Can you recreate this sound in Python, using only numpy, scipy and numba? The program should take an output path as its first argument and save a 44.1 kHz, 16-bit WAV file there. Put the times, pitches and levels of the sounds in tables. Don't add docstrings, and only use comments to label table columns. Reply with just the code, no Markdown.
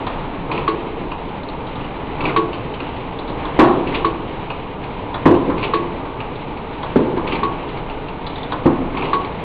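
import sys
import numpy as np
from scipy import signal
from scipy.io import wavfile
from scipy.ndimage import uniform_filter1d
from numba import njit

SR = 44100
rng = np.random.default_rng(int(sys.argv[2]) if len(sys.argv) > 2 else 0)


def to_linear_factor(level_db):
    exponent = np.asarray(level_db, float) / 20
    return 10 ** exponent


def pcm_store(signal):
    levels = np.round(np.clip(np.atleast_2d(signal), -1, 1) * 32767)
    wavfile.write(sys.argv[1], SR, levels.astype(np.int16).T)


N = 416295


def read(table, hz):
    f, v = np.transpose(table)
    return np.interp(np.log(hz), np.log(f), v)


def band(lo_hz, hi_hz, size=N):
    sos = signal.butter(2, [lo_hz, min(hi_hz, .45 * SR)], "bandpass", fs=SR, output="sos")
    x = signal.sosfilt(sos, rng.standard_normal(size))
    return x / x.std()


def walk(rate_hz):
    hold = int(SR / rate_hz)
    steps = np.repeat(rng.standard_normal(N // hold + 1), hold)
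    return 1.1 * uniform_filter1d(uniform_filter1d(steps, hold), hold)[:N]


def chatter(rate_hz, spread_db):
    hits = (rng.random(N) < rate_hz / SR) * to_linear_factor(spread_db * rng.exponential(size=N))
    x = signal.lfilter([1], [1, -np.exp(-1 / (0.016 * SR))], hits) + 0.12
    return x / np.sqrt(np.mean(x ** 2))


def peak_db(s, db, rise_db_s, fall_db_s):
    t = np.arange(N) / SR - s
    return db + np.minimum(rise_db_s * t, -fall_db_s * t)


def gate(start, end):
    t = np.arange(N) / SR
    return np.clip(np.minimum(t - start, end - t) / .01, 0, 1)


def cluster(lo_hz, hi_hz, count):
    place = (np.arange(count) + rng.random(count)) / count
    return lo_hz * (hi_hz / lo_hz) ** place


@njit
def add(out, start, hz, gain, t60, phase, rise):
    soft = np.exp(-1 / (rise * SR))
    for k in range(len(hz)):
        turn = np.exp(2j * np.pi * hz[k] / SR - np.log(1000) / (t60[k] * SR))
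        z, wait = gain[k] * np.exp(1j * phase[k]), 1.
        for i in range(start, min(len(out), start + int(t60[k] * SR))):
            wait *= soft
            out[i] += z.imag * (1 - wait)
            z *= turn


def strike(out, s, hz, db, t60, rise, scatter=3.):
    chance = rng.standard_normal((4, len(hz)))
    detuned = hz * (1 + .003 * chance[0])
    gain = to_linear_factor(db + 1.5 * chance[1])
    add(out, int(s * SR), detuned, gain, t60 * np.exp(0.14 * chance[3]), scatter * chance[2], rise)


# (time [s], nearness [dB])
NEARNESS = [(0, 2), (.4, 0.25), (1.599, -0.5), (2.4, 1.3), (3.2, -0.2), (3.7, 3), (4.7, -1.1), (5.5, 1.6),
            (6.199, -0.6), (7.299, 1), (8.1, -0.7), (8.7, 0.5), (9.44, 0.7)]
# (frequency [Hz], level per Hz [dB])
DRONE_TONE = [(11, -30), (20, 4), (31, -5), (100, -9.5), (117, -5), (214, -7.5), (246, -18.5), (270, -4.5),
              (333, -12), (429, -6), (500, -12), (660, -15), (830, -7.5), (1530, -26), (2380, -20.5),
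              (3610, -28.5), (4550, -48.5), (5920, -70), (10000, -120)]


def drone():
    mid = np.interp(np.arange(N) / SR, *np.transpose(NEARNESS))
    bass, treble = mid, 1.1 * mid
    out, swell, grain = 0, walk(2.7), chatter(60, 0.87)
    for hz in 22 * 2 ** (np.arange(24) / 3):
        db = read(DRONE_TONE, hz) + 10 * np.log10(hz) + 0.44 * swell + 0.8 * walk(13)
        x = band(hz / 2 ** (1 / 6), hz * 2 ** (1 / 6))
        if hz > 1600:
            x = x * (0.64 + 0.21 * grain)
            db = db + treble
        else:
            db = db + (bass if hz < 550 else mid)
        out = out + to_linear_factor(db) * x
    return to_linear_factor(-25.5) * out / out.std()


# (centre [Hz], top [dB], body near 1 kHz [dB], frame [dB])
LEVER, GRIP = (3549.5, -7.5, -0.4, -5.5), (2399, -7.5, -8.5, -15)
SNAP, LATCH = (2480, -16, -11.5, -6), (2651, -11.5, -6, -11)
# (time [s], peak [dB])
LEVER_CLICKS = [
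    (0.0685, -16),
    (1.757, -25.5),
    (3.4531, -20),
    (5.1433, -15),
    (6.8315, -18),
    (8.5209, -14.5),
]
GRIP_CLICKS = [
    (.516, -12.5),
    (2.2085, -15.5),
    (3.874, -20.5),
    (5.581, -17.5),
    (7.2753, -17.5),
    (8.971, -13.5),
]
SNAP_CLICKS = [
    (0.5789, -12.5),
    (2.2553, -8.5),
    (3.9477, -10),
    (5.6308, -10.5),
    (7.3229, -10),
    (9.0235, -12.5),
]
LATCH_CLICKS = [
    (1.1172, -16),
    (2.804, -16.5),
    (4.5039, -15.5),
    (6.2043, -17.5),
    (7.8992, -18),
]
# (time [s], peak [dB])
RAIL_TAPS = [(.3311, -38.5), (.8699, -31), (1.0285, -31.5), (1.608, -29.5), (2.185, -27), (2.293, -14),
             (3.9252, -19.5), (5.4985, -22), (6.0541, -25), (7.1706, -23.5), (7.246, -26.5), (8.94, -35),
             (9.0493, -22.5)]
# (centre [Hz], top [dB], body [dB], frame [dB])
RAIL = (2201, -11, -3.2, -8)
# (time [s], peak [dB], centre [Hz])
CHAIN_LINKS = [(1.2895, -23.5, 2790), (1.434, -25.5, 3830), (1.487, -21.5, 3950), (1.6694, -25, 3600),
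               (1.8445, -26, 2860), (2.2404, -16.5, 2730), (2.5307, -16.5, 2840), (2.5468, -20, 2370),
               (2.74, -21, 2860), (3.1896, -19, 3720), (3.278, -23.5, 3840), (3.297, -24, 3780),
               (4.8397, -21.5, 2450), (5.3487, -20, 2830), (6.3566, -24, 3690), (6.5715, -23, 2400),
               (7.3542, -13, 2270), (7.6881, -23, 2980), (7.7728, -19.5, 2340), (8.085, -20.5, 2740),
               (8.3824, -23, 3500), (8.2666, -16.5, 3700), (8.268, -20, 4350), (8.358, -20.5, 3640),
               (8.4325, -19.5, 3630), (9.247, -17, 2340)]
# (top [dB], body [dB], frame [dB])
LINK_COLOUR = (-8, -9, -17)
# (frequency [Hz], level [dB])
PANEL_TONE = [(600, -11), (850, -4.5), (1080, 3.5), (1250, -6.5), (1500, -17), (1900, -21.5)]


def ticks():
    out = np.zeros(N)
    parts = ((LEVER, LEVER_CLICKS), (GRIP, GRIP_CLICKS), (SNAP, SNAP_CLICKS), (LATCH, LATCH_CLICKS),
             (RAIL, RAIL_TAPS))
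    clicks = [row + colour for colour, rows in parts for row in rows]
    clicks += [row + LINK_COLOUR for row in CHAIN_LINKS]
    for s, db, centre_hz, top_db, body_db, frame_db in clicks:
        start = s - .0015
        strike(out, start, cluster(.89 * centre_hz, 1.11 * centre_hz, count=6), db - 15.0, 0.057, 0.00026)
        rebound_s = 0.009 + .004 * rng.standard_normal()
        for lag, rebound_db in ((0, 0), (rebound_s, -5.)):
            edge_db = db + rebound_db
            strike(out, start + lag, cluster(1800, 3200, count=20), edge_db - 21.5, 0.019, 0.0016)
            strike(out, start + lag, cluster(3000, 4600, count=14), edge_db + top_db - 10.0, 0.03, 0.0039)
        hz = cluster(550, 1900, count=20)
        strike(out, start, hz, db + body_db + .5 * read(PANEL_TONE, hz) - 9.5, 0.13, 0.0027)
        strike(out, start, cluster(240, 520, count=6), db + frame_db - 6.5, 0.2, 0.023)
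    return out


# (loudest time [s], rattle [dB], frame [dB])
JAW_SLIDES = [
    (.54, -27, -18),
    (2.25, -35, -17),
    (3.946, -31, -19.5),
    (5.632, -31, -19.5),
    (7.33, -32, -19.5),
    (9.025, -23.5, -17),
]
# (frequency [Hz], level [dB])
SLIDE_TONE = [(150, -8), (250, -14), (400, 0.8), (600, -20), (1000, -1.2), (1500, -29)]


def jaws():
    rattle, frame = 0, 0
    for (s, db, frame_db), clack in zip(JAW_SLIDES, CAM_CLACKS):
        span = gate(clack[0] - .19, clack[0])
        rattle = rattle + span * to_linear_factor(peak_db(s, db, rise_db_s=219.5, fall_db_s=172.5))
        frame = frame + span * to_linear_factor(peak_db(s, frame_db, rise_db_s=61.5, fall_db_s=60.5))
    for s, db in GRIP_CLICKS + SNAP_CLICKS:
        rattle = rattle + to_linear_factor(peak_db(s, db - 11, rise_db_s=3000, fall_db_s=379))
    shake = 0
    for hz in (140, 190, 278, 373, 520, 600, 895, 1070, 1440):
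        shake = shake + to_linear_factor(read(SLIDE_TONE, hz)) * band(hz / 1.15, hz * 1.15)
    bright = band(2050, 3200) + to_linear_factor(-11.5) * band(3100, 4200)
    return to_linear_factor(-6.5) * rattle * chatter(130, 1.2) * bright + to_linear_factor(-8.5) * frame * shake


# (time [s], peak [dB], frame [dB], crack [dB])
CAM_CLACKS = [
    (0.679, -3.5, -6.5, -19),
    (2.364, -2.5, -6, -16.5),
    (4.048, -3, -7.5, -20),
    (5.7371, -4.5, -5.5, -16.5),
    (7.433, -3.5, -14, -21),
    (9.1327, -3.5, -12.5, -18.5),
]
# (frequency [Hz], level [dB], t60 [s])
ARM_MODES = [(1109, 2.3, 0.22), (1117, -5.5, 0.24), (1141, -7.5, 0.33), (1070, -6, 0.17), (950, -12, 0.22),
             (1040, -6.5, 0.18), (894, -15, 0.12), (1420, -21.5, 0.3), (2220, -22.5, .15)]
# (frequency [Hz], level [dB], t60 [s])
FRAME_MODES = [(329.5, -6.5, 0.37), (347, -13.5, 0.8), (436.8, -2.5, 0.19), (403, -4.5, 0.067)]


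def clacks():
    out = np.zeros(N)
    arm_hz, arm_db, arm_t60 = np.transpose(ARM_MODES)
    frame_hz, mode_db, frame_t60 = np.transpose(FRAME_MODES)
    for s, db, frame_db, crack_db in CAM_CLACKS:
        start = s - .002
        strike(out, start, arm_hz, db + arm_db - 11.0, arm_t60, 0.0012, scatter=.4)
        strike(out, start, cluster(850, 1300, count=8), db - 20.0, 0.055, 0.0011)
        strike(out, s + .003, frame_hz, db + frame_db + mode_db + 0.5, frame_t60, 0.0042)
        strike(out, start, cluster(1400, 4500, count=70), db + crack_db - 14.5, 0.12, 0.0017)
    return out


# (time [s], blow [dB], panel ring [dB], edge [dB], decay t60 [s])
TABLE_KNOCKS = [
    (3.590, 4.5, -6.5, -10, .28),
    (5.256, 3.5, -11.5, -15.5, 0.2),
    (6.959, -0.1, -20.5, -21.5, 0.17),
    (8.657, -2.3, -11, -19.5, 0.1),
    (3.641, -10, -3, -9, 0.18),
    (5.312, -6, -12, -29, .26),
    (5.499, -15.5, -0.7, -15.5, .12),
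    (7.172, -12.5, -7, -17.5, 0.089),
    (1.010, -17, -21.5, -24, .19),
    (3.290, -23.5, -22, -23, .33),
]
# (frequency [Hz], level [dB])
TABLE_TONE = [(35, -48), (60, -40), (216, -11.5), (242, -6), (351, 2), (472, -17.5), (517, -7), (726, -24),
              (900, -24), (1170, -51), (1980, -120)]
# (frequency [Hz], level [dB], t60 [s])
TABLE_RINGS = [(75, -17.5, .35), (109.4, -14.5, 0.24), (219, -9, .2), (266.5, 6, .1), (311.7, -0.5, .22),
               (355, -2.5, 0.33), (432.3, -13, .25), (551, -12, 0.16)]


def knocks():
    out = np.zeros(N)
    ring_hz, ring_db, ring_t60 = np.transpose(TABLE_RINGS)
    for s, db, panel_db, edge_db, t60 in TABLE_KNOCKS:
        hz = cluster(89.93, 849.2, count=30)
        strike(out, s, hz, db + read(TABLE_TONE, hz) + 10 * np.log10(hz / 320) - 13.5, t60, 0.00019)
        strike(out, s + .001, ring_hz, db + ring_db - 9.5, ring_t60 * np.sqrt(t60 / .2), 0.0026, scatter=1.2)
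        hz = cluster(120, 2200, count=40)
        thud_db = db - 4.5 - 9.5 - 5.4 * np.abs(np.log2(hz / 280))
        strike(out, s - .0007, hz, thud_db, 0.074 * (hz / 300) ** -.25, 0.00046)
        hz = cluster(600, 1900, count=48)
        strike(out, s, hz, db + panel_db + read(PANEL_TONE, hz) - 15.0, 0.35 * (hz / 1000) ** -.8, 0.0019)
        hz = cluster(1400, 4500, count=60)
        bright_db = db + edge_db - 20.0 - 1.0 * np.log2(hz / 2500)
        strike(out, s + .002, hz, bright_db, 0.1 * (hz / 2500) ** -.6, 0.0025)
    return out


# (first shake [dB], fall [dB/s], second lurch after [s], lurch [dB])
TABLE_SHAKES = [
    (-8, 90.5, .218, -18),
    (-3.5, 121, 0.23, -15.5),
    (-10, 86, .218, -29),
    (-7, 192.5, .16, -22.5),
]


def shudder():
    body = 0
    for hz in cluster(170, 540, count=12):
        body = body + to_linear_factor(read(TABLE_TONE, hz)) * np.sqrt(hz) * band(hz / 1.04, hz * 1.04)
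    body = body / np.sqrt(uniform_filter1d(body ** 2, 800) + 0.069 * body.var())
    drive = 0
    for (s, *_), (db, fall_db_s, after, lurch_db) in zip(TABLE_KNOCKS, TABLE_SHAKES):
        shake = to_linear_factor(peak_db(s + .006, db, 500, fall_db_s))
        lurch = to_linear_factor(peak_db(s + after, lurch_db, rise_db_s=402, fall_db_s=161))
        drive = drive + gate(s - .005, s + .34) * (shake + lurch)
    return to_linear_factor(-2.) * body * drive


# (frequency [Hz], t60 [s])
ROOM_DECAY = [(100, 1.2), (400, 1.0), (1200, .5), (3000, .4)]


def room(x):
    t = np.arange(SR) / SR
    tail = 0
    for hz in 90 * 2. ** np.arange(6):
        noise = band(hz / np.sqrt(2), hz * np.sqrt(2), size=SR) * np.sqrt(hz)
        tail = tail + noise * to_linear_factor(-60 * t / read(ROOM_DECAY, hz))
    tail *= np.clip(t / .012, 0, 1)
    return signal.fftconvolve(x, tail / np.sqrt(np.sum(tail ** 2)))[:N]


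def scene():
    cam = clacks()
    parts = knocks() + ticks() + jaws()
    echo = to_linear_factor(-12.5) * room(parts + .5 * cam)
    return (cam + parts + shudder() + echo + drone())[None]


def low_pass(x):
    return signal.sosfilt(signal.butter(12, 15700, fs=SR, output="sos"), x)


def record(dry):
    x = np.clip(dry, -.8, .8)
    overload = np.abs(dry) > .8
    sag = signal.lfilter([1 / (0.14 * SR)], [1, 1 / (0.044 * SR) - 1], overload)
    x = signal.sosfilt(signal.butter(3, 3900, fs=SR, output="sos"), x)
    x = signal.sosfilt(signal.ellip(10, .5, 90, 4720, fs=SR, output="sos"), x)
    x = x - 0.75 * np.sign(x) * np.maximum(np.abs(x) - .71, 0)
    x = signal.sosfilt(signal.butter(3, 10500, fs=SR, output="sos"), x) * (1 - 0.11 * sag)
    hiss = to_linear_factor(-100.) * rng.standard_normal(x.shape)
    return low_pass(x + hiss + .006)


dry = scene()
out = record(dry)
pcm_store(out)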